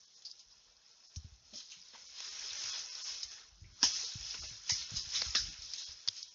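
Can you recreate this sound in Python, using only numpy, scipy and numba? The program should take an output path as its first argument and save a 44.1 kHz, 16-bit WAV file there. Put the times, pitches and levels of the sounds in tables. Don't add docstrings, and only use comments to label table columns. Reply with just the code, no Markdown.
import sys
import numpy as np
from scipy import signal
from scipy.fft import rfft, irfft
from scipy.io import wavfile
from scipy.ndimage import uniform_filter1d, minimum_filter1d
from numba import njit

SR = 44100
rng = np.random.default_rng(int(sys.argv[2]) if len(sys.argv) > 2 else 0)


def convert_level_to_amplitude(level_db):
    exponent = np.asarray(level_db, float) / 20
    return 10 ** exponent


def log_audio(samples):
    frames = np.atleast_2d(samples).T
    limited = np.clip(frames, -1, 1)
    pcm = np.round(limited * 32767).astype(np.int16)
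    wavfile.write(sys.argv[1], SR, pcm)


N = 279594
TIME = np.arange(N) / SR
CAMERA_SR = 16000


@njit
def ring(x, hz, width):
    y, band, low = np.empty(len(x)), 0., 0.
    g, damping = np.tan(np.pi * hz / SR), width / hz
    for i in range(len(x)):
        v = (band + g * (x[i] - low)) / (1 + g * (g + damping))
        band, low = 2 * v - band, low + 2 * g * v
        y[i] = damping * v
    return y


def unit(x):
    return x / np.sqrt(np.mean(x ** 2))


def colour(x, table, size=8192):
    hz, db = np.transpose(table)
    bins_hz = np.arange(size // 2 + 1) * SR / size
    log_gain = np.interp(np.log(bins_hz + 1), np.log(hz), db) * np.log(10) / 20
    fold = irfft(log_gain)
    fold[1:size // 2] *= 2
    fold[size // 2 + 1:] = 0
    response = irfft(np.exp(rfft(fold)))
    return signal.fftconvolve(x, response)[:N]


def walk(rate):
    hold = int(SR / rate)
    steps = np.repeat(rng.standard_normal(N // hold + 1), hold)
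    return unit(uniform_filter1d(uniform_filter1d(steps, hold), hold)[:N])


def crackle(rate, spread_db):
    hit = rng.random(N) < rate / SR
    size = np.minimum(rng.exponential(1, N), 6)
    return unit(hit * rng.standard_normal(N) * convert_level_to_amplitude(spread_db * size))


def add(out, t, piece):
    i = int(t * SR)
    out[i:i + len(piece)] += piece[:N - i]


def tilt(hz, middle_db, low_db):
    octave, place = np.log2(hz), np.log2([600, 1900, 3800])
    middle = np.interp(octave, place, [0, 1, 0])
    low = np.interp(octave, place, [1, 0, 0])
    return middle * middle_db + low * low_db


def wood(hz, thickness):
    # middle_db, low_db
    middle_gain = [-30, 0.5, 14.5]
    low_gain = [-12.5, -3, 22]
    knots = [0, .5, 1]
    return tilt(hz, np.interp(thickness, knots, middle_gain), np.interp(thickness, knots, low_gain))


def low_rumble():
    return convert_level_to_amplitude(-89) * unit(ring(rng.standard_normal(N), 134., 110.))


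def grip():
    # time_s, creak_db
    tension = [(0, -94), (.4, -94), (.5, -88), (.6, -90.5), (1.1, -91), (2.3, -85.5), (2.6, -77.5),
               (3.45, -80), (3.7, -63.5), (4.05, -78.5), (4.451, -66), (5.0, -76), (5.2, -65), (5.6, -68.5),
               (5.8, -87), (6.34, -91.5)]
    # start_s, level_db (peak), pitch_hz, t60_s
    knocks = [(0.46, -72.5, 40.2, 0.22), (1.167, -39, 72.4, 0.12), (1.245, -43, 75, 0.078),
              (1.319, -52, 57.3, 0.12), (1.527, -59.5, 191, 0.043), (1.539, -67.5, 79, 0.12),
              (2.514, -69, 74.3, 0.21), (2.64, -67, 89.7, 0.25), (3.247, -61.5, 54.6, 0.15),
              (3.518, -63.5, 47.4, 0.26), (3.615, -53.5, 81.3, 0.21), (3.64, -48, 65.9, 0.096),
              (3.827, -60, 277, 0.13), (3.851, -56, 71, 0.15), (4.154, -39.5, 93.3, 0.059),
              (4.198, -49, 60.5, 0.084), (4.388, -54, 100, 0.053), (4.51, -57.5, 107, 0.17),
              (4.719, -39, 81.4, 0.06), (4.918, -45, 96.3, 0.075), (4.938, -43, 116, 0.051),
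              (4.966, -40.5, 56, 0.054), (5.069, -51.5, 70.4, 0.085), (5.262, -47, 62.5, 0.17),
              (5.289, -42.5, 51.5, 0.051), (5.369, -60.5, 86.6, 0.087), (5.416, -49.5, 66, 0.08),
              (5.588, -48, 48.4, 0.051), (5.89, -48.5, 48, 0.034), (6.079, -58.5, 94, 0.12)]
    # frequency_hz, level_db (per Hz)
    creak_spectrum = [(11, -62), (18, -19), (43, 13), (70, 9.5), (217, -8), (261, -19), (329, -9.5),
                      (400, -19), (520, -73.5), (880, -120)]
    settle_db, settle_t60_s = -28, 0.62
    s, db = np.transpose(tension)
    creak, out = convert_level_to_amplitude(np.interp(TIME, s, db)), np.zeros(N)
    after = np.arange(int(.3 * SR)) / SR
    for t, db, hz, t60 in knocks:
        phase = 2 * np.pi * hz * (after + 0.0042 * (1 - np.exp(-after / 0.0092)))
        rise = (1 - np.exp(-after * hz * 5.8)) ** 2
        add(out, t, np.sin(phase) * rise * convert_level_to_amplitude(db + 7 - 60 * after / t60))
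        add(creak, t, convert_level_to_amplitude(db + settle_db - 60 * after / settle_t60_s))
    rubbing = unit(colour(rng.standard_normal(N), creak_spectrum))
    return out + rubbing * uniform_filter1d(creak, size=1200) * convert_level_to_amplitude(4.5 * walk(18))


def loose_pieces():
    # start_s, level_db (peak), pitch_hz, t60_s
    singles = [(.249, -30.5, 4790, 0.13), (.298, -42, 4870, 0.073), (1.032, -47, 5220, 0.25),
               (1.1619, -33, 5740, 0.073), (1.531, -52, 242, 0.17), (1.532, -51, 600, 0.09),
               (1.719, -43, 2810, 0.12), (1.76, -61.5, 164, 0.18), (1.899, -62, 2080, 0.041),
               (1.946, -46, 957, 0.053), (2.437, -60, 393, 0.086), (2.5026, -30.5, 3770, 0.08),
               (3.432, -61.5, 1860, 0.061), (3.6391, -51.5, 2330, 0.11), (3.827, -33, 240, 0.034),
               (3.8272, -13.5, 5410, 0.24), (3.829, -29, 992, 0.042), (3.8332, -26, 3230, 0.15),
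               (4.028, -52, 458, 0.073), (4.431, -51, 636, 0.052), (4.691, -31.5, 2010, 0.15),
               (4.696, -35.5, 900, 0.035), (4.705, -21.5, 5250, 0.18), (5.129, -38.5, 2160, 0.42),
               (5.1487, -23.5, 3770, 0.11), (5.35, -27, 1700, .07), (5.3583, -17, 3970, 0.09),
               (5.374, -34.5, 1647, 0.14), (5.7976, -37, 4130, 0.29), (6.1885, -41, 4720, 0.066)]
    # start_s, level_db (peak), pitch_hz
    brittle = [(0.3138, -31, 5170), (2.2035, -28, 5600), (3.2322, -23, 5000), (0.767, -47, 5000),
               (2.9525, -24.5, 5220), (3.8294, -8.5, 5150), (4.343, -46.5, 1480), (4.378, -41, 2670),
               (4.431, -42, 1320), (4.6975, -24, 4900), (4.7066, -17, 4890), (5.2179, -16, 4540),
               (5.352, -22.5, 4600), (5.3553, -12.5, 5280), (5.736, -21.5, 5060), (6.0763, -16.5, 4720),
               (6.0854, -18.5, 3590), (6.0854, -13.5, 5000), (6.229, -23.5, 4830)]
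    # start_s, level_db (peak)
    shaken = [
        (1.55, -32.5),
        (3.13, -40),
        (3.199, -38),
        (3.841, -36),
        (4.711, -29),
        (5.155, -23.5),
        (5.359, -19.5),
    ]
    brittle_t60_s = 0.017
    shaken_hz, shaken_t60_s = 5250, 0.24
    rows = singles + [(*row, brittle_t60_s) for row in brittle]
    rows = rows + [(*row, shaken_hz, shaken_t60_s) for row in shaken]
    out, after = np.zeros(N), np.arange(int(.25 * SR)) / SR
    for t, db, hz, t60 in rows:
        scrape = rng.standard_normal(len(after)) * (1 - np.exp(-after / (.03 * t60)))
        blow = 8.0 * (t60 < .03) * (after == 0)
        push = (scrape + blow) * convert_level_to_amplitude(-60 * after / t60)
        width = 30 + hz / 4
        tone = ring(ring(push, 1. * hz, width), 1. * hz, width)
        add(out, t, tone * convert_level_to_amplitude(db - 4) / np.max(np.abs(tone)))
    return out


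def pushing(hz):
    # start_s, length_s, level_db, thickness (0 leaf - 1 bough)
    pushes = [(0, 0.41, -62.5, 0.2), (1.578, 0.027, -52, 0.18), (1.731, 0.59, -56, .5),
              (2.19, 0.19, -46.5, 0.58), (2.419, 0.35, -41, 0.58), (2.799, 0.36, -48, 0.62),
              (3.062, 0.11, -43, 0.35), (3.274, 0.12, -54, 0.69), (3.697, 0.11, -65.5, 0.81),
              (3.902, 0.06, -38.5, 0.51), (4.014, 0.12, -42.5, 0.44), (4.212, 0.25, -42.5, 0.44),
              (4.496, 0.11, -53, 0.57), (4.699, 0.11, -40.5, 0.48), (4.903, 0.25, -46, 0.56),
              (5.141, 0.13, -40, 0.42), (5.345, 0.13, -44, 0.51), (5.53, 0.095, -53, 0.63),
              (5.624, 0.035, -47, 0.23), (5.732, 0.19, -46.5, 0.48), (6.166, 0.027, -49.5, 0.42)]
    rise_db_s, fall_db_s = 162, 96.5
    t = np.arange(0, N / SR, .005)
    start, length, db, thickness = np.transpose(pushes)[:, :, None]
    db = db + wood(hz, thickness)
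    db = db - rise_db_s * np.maximum(start - t, 0) - fall_db_s * np.maximum(t - start - length, 0)
    still = convert_level_to_amplitude(-63.5 + tilt(hz, middle_db=0, low_db=9.5))
    return np.interp(TIME, t, np.sqrt(np.sum(convert_level_to_amplitude(db) ** 2, axis=0) + still ** 2))


def twig_snaps():
    # start_s, level_db (peak), thickness (0-1)
    snaps = [(.3135, -38, .1), (.3935, -45, 0), (2.193, -28.5, 0.46), (2.7915, -26.5, 0.34),
             (4.9565, -33, 0.4), (6.165, -41, .4), (.772, -39, 0.5), (1.1603, -22, 0.47), (1.5349, -53, .9),
             (2.2039, -17, 0.8), (2.9524, -26, 0.65), (3.229, -19, 0.5), (3.435, -48, .6),
             (3.8294, -15, 0.97), (4.3426, -30, 1), (4.3763, -34, 0.84), (4.432, -24.5, 0.7),
             (4.6925, -16, 0.78), (5.22, -16, 1), (5.2495, -17, 0.67), (5.3492, -13.5, 0.88),
             (5.7369, -20, .65), (6.0773, -17, 0.78), (6.0839, -10, 0.6), (6.2307, -25, 0)]
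    break_s = .0011
    burst = rng.standard_normal((len(snaps), 400))
    burst = burst / np.std(burst[:, :100], axis=1, keepdims=True)
    return snaps, burst * np.exp(-np.arange(400) / SR / break_s)


def leaf_showers():
    # start_s, level_db (peak), thickness (0-1), t60_s
    showers = [(0.168, -42.5, .15, 0.077), (0.22, -33.5, .45, 0.051), (.392, -43, .1, 0.19),
               (1.5327, -33.5, 0.5, .5), (1.5738, -35.5, 0.68, 0.2), (1.6, -33.5, 0.5, 0.17),
               (1.698, -34.5, 0.4, 0.32), (1.716, -34.5, .2, 0.18), (1.881, -41, 0.2, 0.097),
               (1.932, -41.5, 0.93, 0.36), (1.991, -40.5, 0.4, 0.094), (2.18, -36.5, 0.3, 0.24),
               (2.7899, -31, 0, 0.24), (3.229, -21, 0.32, 0.083), (3.3132, -30.5, 0.56, .1),
               (3.8287, -17.5, 0.89, 0.18), (3.8345, -13, 0.43, 0.14), (4.3421, -35.5, 1, 0.13),
               (4.433, -39.5, 0.91, .36), (4.6932, -14, 0.21, 0.14), (4.9577, -21.5, 0.4, 0.36),
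               (5.1479, -21.5, 0.53, 0.23), (5.2498, -28, 0.69, 0.23), (5.3492, -11, 0.91, .04),
               (5.3765, -29, .05, .31), (5.6172, -33, 0.3, 0.3), (5.7366, -23.5, 0.36, 0.11),
               (5.7792, -25, 0.21, 0.17), (6.163, -31, .4, .25)]
    rise_s = 0.0013
    after = np.arange(int(.4 * SR)) / SR
    bits, unevenness = rng.standard_normal((2, len(showers), len(after)))
    ticks = convert_level_to_amplitude(2.5 * uniform_filter1d(unevenness, size=64, axis=1) * 7.2 + 0.5)
    t60 = np.array(showers)[:, -1:]
    return showers, bits * ticks * (1 - np.exp(-after / rise_s)) * convert_level_to_amplitude(-60 * after / t60)


def stiff_leaves(flicks, stirring, hz):
    out = np.zeros(N)
    pitches = hz * 2 ** rng.uniform(-1 / 6, 1 / 6, 4)
    for sharp_hz, shift in zip(pitches, rng.integers(N, size=4)):
        flicked = np.roll(flicks, shift) * stirring
        out += ring(flicked, sharp_hz, 25 + sharp_hz / 45) * convert_level_to_amplitude(-1.5)
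    return out


def undergrowth():
    # frequency_hz, level_db (per Hz)
    capsule = [(88, -72), (150, -23.5), (295, -33.5), (427, -25.5), (470, -24), (725, -23), (984, -19),
               (1380, -16), (2100, -15), (4680, -3), (5240, 0), (6160, -2), (7000, -7.5), (9100, -28),
               (15400, -120)]
    brush, flicks = crackle(900, spread_db=-1.0), crackle(110, spread_db=1.6)
    swell, out = walk(14), np.zeros(N)
    snaps, bursts = twig_snaps()
    showers, falls = leaf_showers()
    rows, pieces = snaps + showers, list(bursts) + list(falls)
    for hz in 250 * 2 ** np.arange(0, 5.1, 1 / 3):
        own = .5 * rng.standard_normal(N) + .45 * crackle(1500, spread_db=2.6) + .55 * brush
        stirring = pushing(hz) * convert_level_to_amplitude(1.3 * swell + 1.5 * walk(30))
        drive = own * stirring
        for (t, db, thickness, *_), piece in zip(rows, pieces):
            own_db = 1.5 * rng.standard_normal()
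            add(drive, t, piece * convert_level_to_amplitude(db - 6.0 + own_db + wood(hz, thickness)))
        out += stiff_leaves(flicks, stirring, hz)
        out += ring(ring(drive, hz, hz / 2.6), hz, hz / 2.6)
    reference = colour(rng.standard_normal(N), capsule)
    return colour(out, capsule) * convert_level_to_amplitude(-2.0) / np.std(reference)


def scene():
    leaves = undergrowth()
    leaves = convert_level_to_amplitude(-1.5) * (leaves + .25 * ring(leaves, 5250., 700.))
    return np.tile(leaves + loose_pieces() + grip() + low_rumble(), (2, 1))


def starve(x):
    # start_s, coarser_step_db
    starved = [
        (1.085, 14),
        (3.04, 11),
        (5.85, 8),
    ]
    short = [.055, .17, .33, .415, .93, 2.08, 2.3, 2.59, 2.71, 2.9, 3.28, 3.36, 3.75, 3.945, 4.065, 4.41,
             4.47, 4.733, 4.797, 4.875, 5.02, 5.5, 5.8, 6.25, 6.31]
    hop, lead = 512, 48
    slow = np.pad(signal.resample_poly(x, 160, 441), (lead, 2 * hop))
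    n, k = np.arange(2 * hop)[:, None], np.arange(hop)
    window = np.sin(np.pi * (n + .5) / (2 * hop))
    basis = window * np.cos(np.pi / hop * (n + .5 + hop / 2) * (k + .5))
    frames = np.lib.stride_tricks.sliding_window_view(np.pad(slow, (hop, 0)), 2 * hop)[::hop]
    lines = frames @ basis
    count, line_hz = len(lines), k * CAMERA_SR / (2 * hop)
    step_db, short_db = 4.0 + 1.1 * rng.standard_normal(count), np.zeros(count)
    for t, extra_db in starved + [(s, 5.5) for s in short]:
        short_db[int(round((t * CAMERA_SR + lead) / hop))] += 2 + extra_db
    local = np.sqrt(uniform_filter1d(lines ** 2, size=21, axis=1) + 1e-18)
    local = np.minimum(local, 1.6 * minimum_filter1d(local, size=3, axis=0))
    whole = np.sqrt(np.mean(lines ** 2, axis=1, keepdims=True) + 1e-18)
    follow = .9
    spared_db = np.interp(line_hz, [130, 450, 3500, 4300], [-11, 0, 0, -3])
    spared_db = spared_db + np.repeat(1.2 * rng.standard_normal((count, hop // 16)), 16, axis=1)
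    spared_db = spared_db + short_db[:, None] * np.interp(line_hz, [1000, 3400, 4400], [1.15, .85, .4])
    step = convert_level_to_amplitude(step_db[:, None] + spared_db) * local ** follow * whole ** (1 - follow)
    frames = (np.round(lines / step) * step) @ basis.T * 2 / hop
    joined = (frames[1:, :hop] + frames[:-1, hop:]).ravel()
    return signal.resample_poly(joined[lead:], 441, 160)[:N]


def top_cut(x):
    return signal.sosfilt(signal.butter(12, 15600, fs=SR, output="sos"), x)


def record(dry):
    x = starve(dry[0])
    x = signal.sosfilt(signal.butter(N=14, Wn=6700, fs=SR, output="sos"), x)
    mirror = x * np.cos(2 * np.pi * CAMERA_SR * TIME)
    mirror_band = signal.butter(N=5, Wn=[9700, 13000], btype="band", fs=SR, output="sos")
    mirror = signal.sosfilt(mirror_band, mirror)
    hiss = convert_level_to_amplitude(-101) * rng.standard_normal(N) + convert_level_to_amplitude(-108) * rng.standard_normal((2, N))
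    return top_cut(x + convert_level_to_amplitude(-51.5) * mirror + hiss)


dry = scene()
out = record(dry)
log_audio(out)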